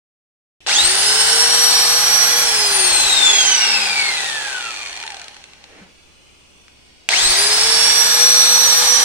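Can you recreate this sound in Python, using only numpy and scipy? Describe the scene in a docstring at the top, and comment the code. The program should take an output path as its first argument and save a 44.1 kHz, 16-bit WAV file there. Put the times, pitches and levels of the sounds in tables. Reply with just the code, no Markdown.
"""An angle grinder spins up and coasts

A grinder with no disc is held over a table in a small room, close to a stereo microphone.
It is switched on, whines up to speed, is switched off and coasts until its gears tick to a halt;
then it starts again. The small gear's twelve teeth make the whine as they meet the big gear,
over the rush of the cooling fan and the clatter of the loose gears."""
import sys
import numpy as np
from scipy import signal
from scipy.fft import rfft, irfft, next_fast_len
from scipy.io import wavfile
from scipy.ndimage import map_coordinates

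SR = 44100
rng = np.random.default_rng(int(sys.argv[2]) if len(sys.argv) > 2 else 0)


def materialize(psi):
    """Save the field psi as 16-bit PCM at rate SR to the path in sys.argv[1].

    A 1-D psi becomes a single channel; in a 2-D psi each row is a channel.
    """
    bounded = np.clip(np.atleast_2d(psi).T, -1, 1)
    quanta = np.round(bounded * 32767).astype(np.int16)
    wavfile.write(sys.argv[1], SR, quanta)


N = 398663
T = np.arange(N) / SR
FFT_SIZE = next_fast_len(N, True)
HZ = np.fft.rfftfreq(FFT_SIZE, 1 / SR)

# tone colour of the room's hiss: f/Hz, relative level/dB
HISS_COLOUR = [(30, 1.5), (70, -3), (130, -3), (400, -5), (700, -10), (1800, -13.5), (2500, -5),
               (3200, -7.5), (4600, -12.5), (5600, -12.5), (7500, -20), (8400, -16), (12500, -35),
               (16000, -38.5)]
# how strong the room's echoes are: f/Hz, level over the direct sound/dB
ECHO_LEVELS = [(100, 5.5), (350, 3.5), (700, -3), (1500, 3.5), (4500, 2), (9000, 9.5), (15000, 11)]
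# fan air brushes the microphone: t/s, level/dB, time to swell or fade/s
AIR_PUFFS = [(0.85, -28.5, 0.032), (.91, -57, 0.034), (3.053, -38.5, 0.14), (7.277, -30.5, 0.054)]
# tone colour of the fan: f/Hz, relative level/dB
FAN_COLOUR = [(30, -14), (120, -14), (330, -15), (580, -9.5), (830, -7), (1150, -3.5), (1800, -1),
              (2500, -6), (4500, 2.5), (5800, -0.5), (7400, -5), (8500, 0.5), (10300, -12), (12500, -21.5),
              (16000, -25)]
# the vents blow towards the left: f/Hz, left minus right/dB
VENT_BALANCE = [(40, 10), (300, -0.5), (3000, 0.5), (4300, 0), (5500, -2), (7300, -4), (8400, 10.5),
                (9300, 6.5), (10500, 0)]
# the motor's brushes drag over its last contacts: t/s, relative level/dB, groan f/Hz
BRUSH_DRAG = [(5.45, -78, 800), (5.62, -60, 520), (5.72, -48.5, 405), (5.79, -45, 316), (5.82, -48, 191),
              (5.85, -50, 204), (5.93, -59, 226)]
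# tone colour of the scraping brushes: f/Hz, relative level/dB
BRUSH_COLOUR = [(100, -28), (400, 4), (900, -4), (2200, -2), (4500, -21), (12000, -40)]
# how hard the unbalanced rotor shakes the body: speed/(turns per s), level/dB
SHAKE_LEVELS = [(60, -78), (130, -68), (190, -50.5), (260, -48), (330, -45.5), (400, -34.5), (485, -38)]
# tone colour of the gears: f/Hz, relative level/dB
GEAR_COLOUR = [(40, -53), (250, -17), (550, -8), (1000, -11), (1700, -3.5), (2800, -3.5), (4500, -8.5),
               (6000, -10.5), (7500, -14), (9500, -19.5), (11000, -35), (12500, -46), (16000, -48)]
# notes at which the gear case and guard ring: f/Hz, width/Hz, height at full ring/dB
CASE_NOTES = [(402, 30, 12.5), (826, 195, 14.5), (1516, 24, 10.5), (2360, 180, 4), (2675, 21, 9.5),
              (3650, 300, 4), (4203, 200, 7.5), (8160, 190, 2.5)]
# the switch snaps and the gears take up slack: t/s, relative level/dB, brightness/(dB per octave)
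START_SNAPS = [(.6645, -9, -5), (.6702, -6, 4), (7.0892, 4.5, 2)]
# the slowing gears knock, then a thumb taps: t/s, relative level/dB, brightness/(dB per octave)
LATE_KNOCKS = [(5.0265, -23, 0), (5.0375, -21, -2), (5.065, -23, 2), (5.0774, -20.5, -3), (5.1036, -21, 0),
               (5.1208, -27, 3), (5.1447, -24, 1), (5.1677, -24, 0), (5.1961, -27, 2), (5.216, -24.5, 1),
               (5.2423, -27, 2), (5.2819, -27, 2), (5.3443, -33, 0), (5.3662, -28, -5), (5.44, -28.5, 0),
               (5.5342, -34, 0), (5.6406, -29, -5.5), (6.6817, -38, -5)]
# motor runs: on t/s, off t/s, target speed/(turns per s), surge/s, settling/s, surge share/(0-1)
MOTOR_RUNS = [(.6645, 2.396, 483.7, .0574, .321, .544), (7.0892, 9.1, 489.7, .0638, .37, .59)]
# how strongly the gear head sounds the whine at each pitch: f/Hz, level over the clatter/dB
WHINE_LEVELS = [(600, -24), (830, -5), (1020, -23), (1550, -2.5), (1900, -11.5), (2150, -2.5), (2500, -10),
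                (3500, -1), (4700, -8), (5450, -4), (5820, -1)]
# the same for the tone an octave higher: f/Hz, level over the clatter/dB
OCTAVE_LEVELS = [(1200, -17), (1700, -20), (2700, -10), (3300, -23), (4100, -6.5), (4800, -12), (5500, 0.5),
                 (6900, -1.5), (7400, -8), (8500, -1.5), (9600, -7), (10400, -15.5), (11700, -14.5)]
# the whine swings from side to side as the tool is turned: t/s, left minus right/dB
WHINE_BALANCE = [(0.75, 2), (1.32, -13), (1.55, 0.5), (2.35, -10), (3.26, 14), (3.37, -12), (3.72, 20),
                 (3.83, 3), (5.2, -5), (7.15, 14), (7.27, -14), (7.52, 5), (7.89, -31), (8.01, -18),
                 (8.14, 3), (9.0, -14.5)]


def amp(db):
    """Turns decibels into a gain."""
    return 10 ** (np.asarray(db) / 20)


def unit(x):
    """Scales a signal to an average power of 1."""
    return x / np.sqrt(np.mean(x ** 2) + 1e-20)


def curves(rows):
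    """Turns each table column after the first into a curve over time."""
    times, *columns = np.transpose(rows)
    return [np.interp(T, times, column) for column in columns]


def look_up(table, hz=HZ):
    """Reads a table at any frequency, joining its points along a pitch scale."""
    f, value = np.transpose(table)
    return np.interp(np.log(hz + 1), np.log(f), value)


def colour(x, db):
    """Filters by a dB curve, keeping the power of white noise."""
    return irfft(rfft(x, FFT_SIZE) * unit(amp(db)))[..., :N]


def bass_cut(corner_hz, hz=HZ):
    """A dB curve for hard, short contacts, which make little bass."""
    return -10 * np.log10(1 + (corner_hz / (hz + 1)) ** 2)


def panned(balance_db):
    """Splits a balance into left and right dB, keeping the total power."""
    sides = balance_db * np.array([[.5], [-.5]])
    return sides - 10 * np.log10((amp(sides) ** 2).mean(0))


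def drift(hz):
    """A smooth random wiggle of power 1, with up to about hz changes a second."""
    size = next_fast_len(N // 16)
    rolloff = 1 + (np.fft.rfftfreq(size, T[-1] / size) / hz) ** 2
    slow = irfft(rfft(rng.standard_normal(size)) / rolloff, size)
    return unit(np.interp(T, np.linspace(0, T[-1], size), slow))


def linger(power, decay_s):
    """Spreads power into a dying tail."""
    fade = np.exp(-1 / (decay_s * SR))
    return signal.lfilter([1 - fade], [1, -fade], power)


def noise_in_room(power, left_lag_s=.00009, table_s=.0012, walls_s=.0068, walls_share=.034):
    """Noise that reaches the left side later, plus table and wall echoes that differ on each side."""
    echo_power = (1 - walls_share) * linger(power, table_s) + walls_share * linger(power, walls_s)
    delay = np.exp(-2j * np.pi * HZ * np.array([[left_lag_s], [0]]))
    direct = rfft(rng.standard_normal(N) * np.sqrt(power), FFT_SIZE) * delay
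    echoes = rfft(rng.standard_normal((2, N)) * np.sqrt(echo_power), FFT_SIZE)
    echo_gain = amp(look_up(ECHO_LEVELS))
    return irfft((direct + echo_gain * echoes) / np.sqrt(1 + echo_gain ** 2))[:, :N]


def ripple(x, depth_db=5, spacing_hz=70, hold_s=.6056):
    """Echoes between tool, hand and table add fine peaks and dips that shift as the hand moves."""
    hz, t, spectra = signal.stft(x, SR, nperseg=2048)
    grid = np.meshgrid(hz / spacing_hz, t / hold_s, indexing="ij")
    pattern = map_coordinates(rng.standard_normal((512, 128)), grid, order=1, mode="mirror")
    gain = amp(depth_db * pattern * np.clip(hz / 2500, 0, 1)[:, None])  # weaker in the bass
    return signal.istft(spectra * unit(gain), SR)[1][:, :N]


def background(hiss_db=-49, hum_hz=70.6, hum_db=-63.5):
    """The room's steady hiss and a low, wavering hum."""
    hum = np.sqrt(2) * np.sin(2 * np.pi * hum_hz * T + .23 * drift(3.2)) * (1 + .12 * drift(5))
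    hiss = colour(rng.standard_normal((2, N)), look_up(HISS_COLOUR))
    return amp(hiss_db) * ripple(hiss, hold_s=.3) + amp(hum_db) * hum


def air_puffs(corner_hz=75, right_db=-8):
    """Fan air hits the microphone with a low rumble, different on each side."""
    gusts = sum(amp(db) * np.exp(-((T - at) / swell_s) ** 2) for at, db, swell_s in AIR_PUFFS)
    return gusts * np.array([drift(corner_hz), amp(right_db) * drift(corner_hz)])


def body_bump(at_s=5.812, hz=190, db=-40, decay_s=.022, rise_s=.0035):
    """The plastic body bumps softly in the hand."""
    age = np.maximum(T - at_s, 0)
    envelope = (1 - np.exp(-age / rise_s)) * np.exp(-age / decay_s)
    return np.sqrt(2) * amp(db) * np.sin(2 * np.pi * hz * age) * envelope


def brush_drag(width_hz=80, groan_db=-5, scrape_db=-1):
    """The motor's brushes scrape and groan lower as the rotor stops."""
    db, hz = curves(BRUSH_DRAG)
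    level = amp(db) * (T > BRUSH_DRAG[0][0]) * (T < BRUSH_DRAG[-1][0])
    roughness = drift(width_hz) + 1j * drift(width_hz)
    groan = (roughness * np.exp(2j * np.pi * np.cumsum(hz) / SR)).real
    scrape = colour(noise_in_room(level ** 2), look_up(BRUSH_COLOUR))
    return amp(groan_db) * level * groan + amp(scrape_db) * scrape


def case_peaks():
    """The ringing notes of the gear case and guard as a dB curve."""
    return sum(db / (1 + (2 * (HZ - hz) / width) ** 2) for hz, width, db in CASE_NOTES)


def gear_case(x, ring=.82):
    """Blows inside the gear head make its case and guard ring."""
    gain = unit(amp(look_up(GEAR_COLOUR) + ring * case_peaks()))
    cepstrum = irfft(np.log(gain))
    cepstrum[1:FFT_SIZE // 2] *= 2  # minimum phase: the ringing comes after the blow
    cepstrum[FFT_SIZE // 2:] = 0
    return irfft(rfft(x, FFT_SIZE) * np.exp(rfft(cepstrum)))[..., :N]


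def knocks(rows, decay_s, gain_db, ring, corner_hz):
    """Each knock is a short burst of contacts with its own brightness, ringing the gear case."""
    power, shaped = np.zeros(N), np.zeros((2, N))
    for at, db, _ in rows:
        power[round(at * SR)] = amp(db + gain_db) ** 2 * decay_s * SR
    bursts = noise_in_room(linger(power, decay_s))
    edges = [round(row[0] * SR) - 64 for row in rows] + [N]
    for (_, _, brightness), start, end in zip(rows, edges, edges[1:]):
        end = min(end, start + SR // 4)
        hz = np.fft.rfftfreq(end - start, 1 / SR)
        shape_db = np.clip(brightness, -2, 2) * np.log2((hz + 300) / 3000) + bass_cut(corner_hz, hz)
        shaped[:, start:end] = irfft(rfft(bursts[:, start:end]) * amp(shape_db), end - start)
    return gear_case(shaped, ring)


def switched_on(rise_s):
    """Rises to 1 while the switch is on, and is 0 while it is off."""
    return sum((1 - np.exp(-np.maximum(T - on, 0) / rise_s)) * (T < off) for on, off, *_ in MOTOR_RUNS)


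def rotor_speed(drag_share=.398, drag_s=.951, friction_s=3.39):
    """Turns per second: the motor surges and settles, then air drag and friction slow it down."""
    speed = np.zeros(N)
    for on, off, target, surge_s, settle_s, share in MOTOR_RUNS:
        driven, coasting = np.clip(T - on, 0, off - on), np.maximum(T - off, 0)
        rise = 1 - share * np.exp(-driven / surge_s) - (1 - share) * np.exp(-driven / settle_s)
        fall = drag_share * np.exp(-coasting / drag_s) + (1 - drag_share) * (1 - coasting / friction_s)
        speed += target * rise * np.maximum(fall, 0)
    return speed


def running_level(speed, full_db=-15, boost_db=.58, crawl_db=-47, knee_speed=229, db_per_octave=10.5):
    """The tool's level in dB: full while the motor pulls, sinking with speed as it coasts."""
    drop_db = db_per_octave * np.log2(knee_speed / (speed + 1))
    coasting = amp(full_db) / np.sqrt(np.hypot(1, amp(drop_db) ** 2))
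    driven = amp(full_db + boost_db) * switched_on(rise_s=.01)
    level = np.maximum(np.hypot(coasting, amp(crawl_db)), driven)
    return 20 * np.log10(level) + .5 * drift(1.5)


def rotor_shake(speed, waver=.33):
    """The unbalanced rotor shakes the body once a turn, making a hum."""
    hum = np.sin(2 * np.pi * np.cumsum(speed) / SR) * (1 + waver * drift(4.8))
    return np.sqrt(2) * amp(look_up(SHAKE_LEVELS, speed)) * hum * (speed > 0)


def tooth_rasp(load, db=-15, centre_hz=3400, octaves=.93, floor_db=-22):
    """The teeth grind while the motor pulls the rotor up to speed."""
    band_db = np.maximum(-4 * (np.log2((HZ + 1) / centre_hz) / octaves) ** 2, floor_db)
    return amp(db) * colour(noise_in_room(load), band_db + np.minimum(look_up(FAN_COLOUR), 0))


def tooth_blows(speed, min_speed=77, jitter_s=.0016, uneven_db=2.4, decay_s=.0004):
    """The power of loose teeth knocking about once a turn, less even in strength when slow."""
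    turns = np.flatnonzero(np.diff(np.floor(np.cumsum(speed) / SR)))
    turns = turns[speed[turns] > min_speed]
    late, strength = rng.standard_normal((len(turns), 2)).T
    slowness = 1 - speed[turns] / speed.max()
    energy = amp(uneven_db * slowness * np.clip(strength, -2, 1.5)) ** 2
    hits = np.clip(turns + np.round(late * jitter_s * SR).astype(int), 0, N - 1)
    return linger(np.bincount(hits, energy / energy.mean() * SR / speed[turns], N), decay_s)


def fan_and_clatter(speed, level_db, gust_db=.5, rub_db=-5.5, blows_db=-2.5):
    """Rushing fan air takes over at high speed; lower down, the gears rub and knock."""
    power = amp(level_db) ** 2 * (speed > 0)
    fan_share = .99 * (speed / speed.max()) ** 1.64
    gear_power = power * (1 - fan_share)
    air = noise_in_room(power * fan_share * amp(gust_db * drift(26.7)) ** 2)
    air = colour(air, look_up(FAN_COLOUR) + .4 * case_peaks())
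    rub = noise_in_room(gear_power)
    blows = colour(noise_in_room(gear_power * tooth_blows(speed)), bass_cut(corner_hz=2300))
    clatter = gear_case(amp(rub_db) * rub + amp(blows_db) * blows)
    return colour(ripple(air + clatter), panned(look_up(VENT_BALANCE)))


def gear_whine(speed, level_db, load, teeth=12, load_db=-8, flutter=.15, scatter=.11):
    """Meeting teeth sing a tone and three overtones, made rough by chatter when slow or under load."""
    hz = teeth * speed
    # echoes add up and cancel, so the two lowest tones swell and fade on each side
    fades_db = 2.5 * np.clip([[drift(6) for side in range(2)] for tone in range(2)], -2, 1)
    facing_db = 2 * (T > MOTOR_RUNS[1][0])  # the gear head faces the microphone on the second run
    tones_db = [facing_db + look_up(WHINE_LEVELS, hz) + panned(curves(WHINE_BALANCE)[0]) + fades_db[0],
                look_up(OCTAVE_LEVELS, 2 * hz) + panned(look_up(VENT_BALANCE, 2 * hz)) + fades_db[1],
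                -29,
                -34 - 30 * np.clip(4 * hz / 10000 - 1, 0, 1)]
    left_lags_s = [.000055, .00008, .00008, .00008]
    chatter = 1 + 3 * (1 - speed / speed.max()) + 4 * load
    phase = 2 * np.pi * np.cumsum(hz) / SR + .086 * chatter * drift(57)
    phase = phase + .3 * np.array([drift(25), drift(5.3)])  # the moving hand shifts each side's path
    tremble = 1 + flutter * chatter * drift(68)
    rough_size = np.sqrt(1 + (flutter ** 2 + 2 * scatter ** 2) * chatter ** 2)
    whine = np.zeros((2, N))
    for k, (db, lag_s) in enumerate(zip(tones_db, left_lags_s), 1):
        lag = 2 * np.pi * hz * np.array([[lag_s], [0]])
        echoes = np.array([drift(14) + 1j * drift(33) for side in range(2)]) if k < 3 else 0
        roughness = (tremble + scatter * chatter * echoes) / rough_size  # adds no power
        tone = (np.exp(1j * k * (phase - lag)) * roughness).real
        treble_fade = np.clip((17000 - k * hz) / 1000, 0, 1)
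        whine += np.sqrt(2) * amp(level_db + db + k * load_db * load ** 2) * tone * treble_fade
    return whine * np.clip((speed - 35) / 25, 0, 1)  # no whine at a crawl


def scene():
    """The rotor's speed drives the running sounds; the load is high until it nears top speed."""
    speed = rotor_speed()
    level_db = running_level(speed)
    load = switched_on(rise_s=.056) * (1 - speed / speed.max())
    snaps = knocks(START_SNAPS, decay_s=.0003, gain_db=-2.5, ring=.5, corner_hz=300)
    ticks = knocks(LATE_KNOCKS, decay_s=.00049, gain_db=5.5, ring=.74, corner_hz=1600)
    tones = gear_whine(speed, level_db, load) + rotor_shake(speed)
    noises = fan_and_clatter(speed, level_db) + tooth_rasp(load)
    return tones + noises + snaps + ticks + brush_drag() + body_bump() + air_puffs() + background()


def record(dry, silent_until_s=.605, cutoff_hz=15900):
    """Keeps the start silent, clips peaks at full scale and cuts the highest treble."""
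    clipped = np.clip(dry * (T > silent_until_s), -1, 1)
    lowpass = signal.firwin(511, cutoff_hz, window=("kaiser", 9), fs=SR)
    return signal.oaconvolve(clipped, lowpass[None], "same")


dry = scene()
out = record(dry)
materialize(out)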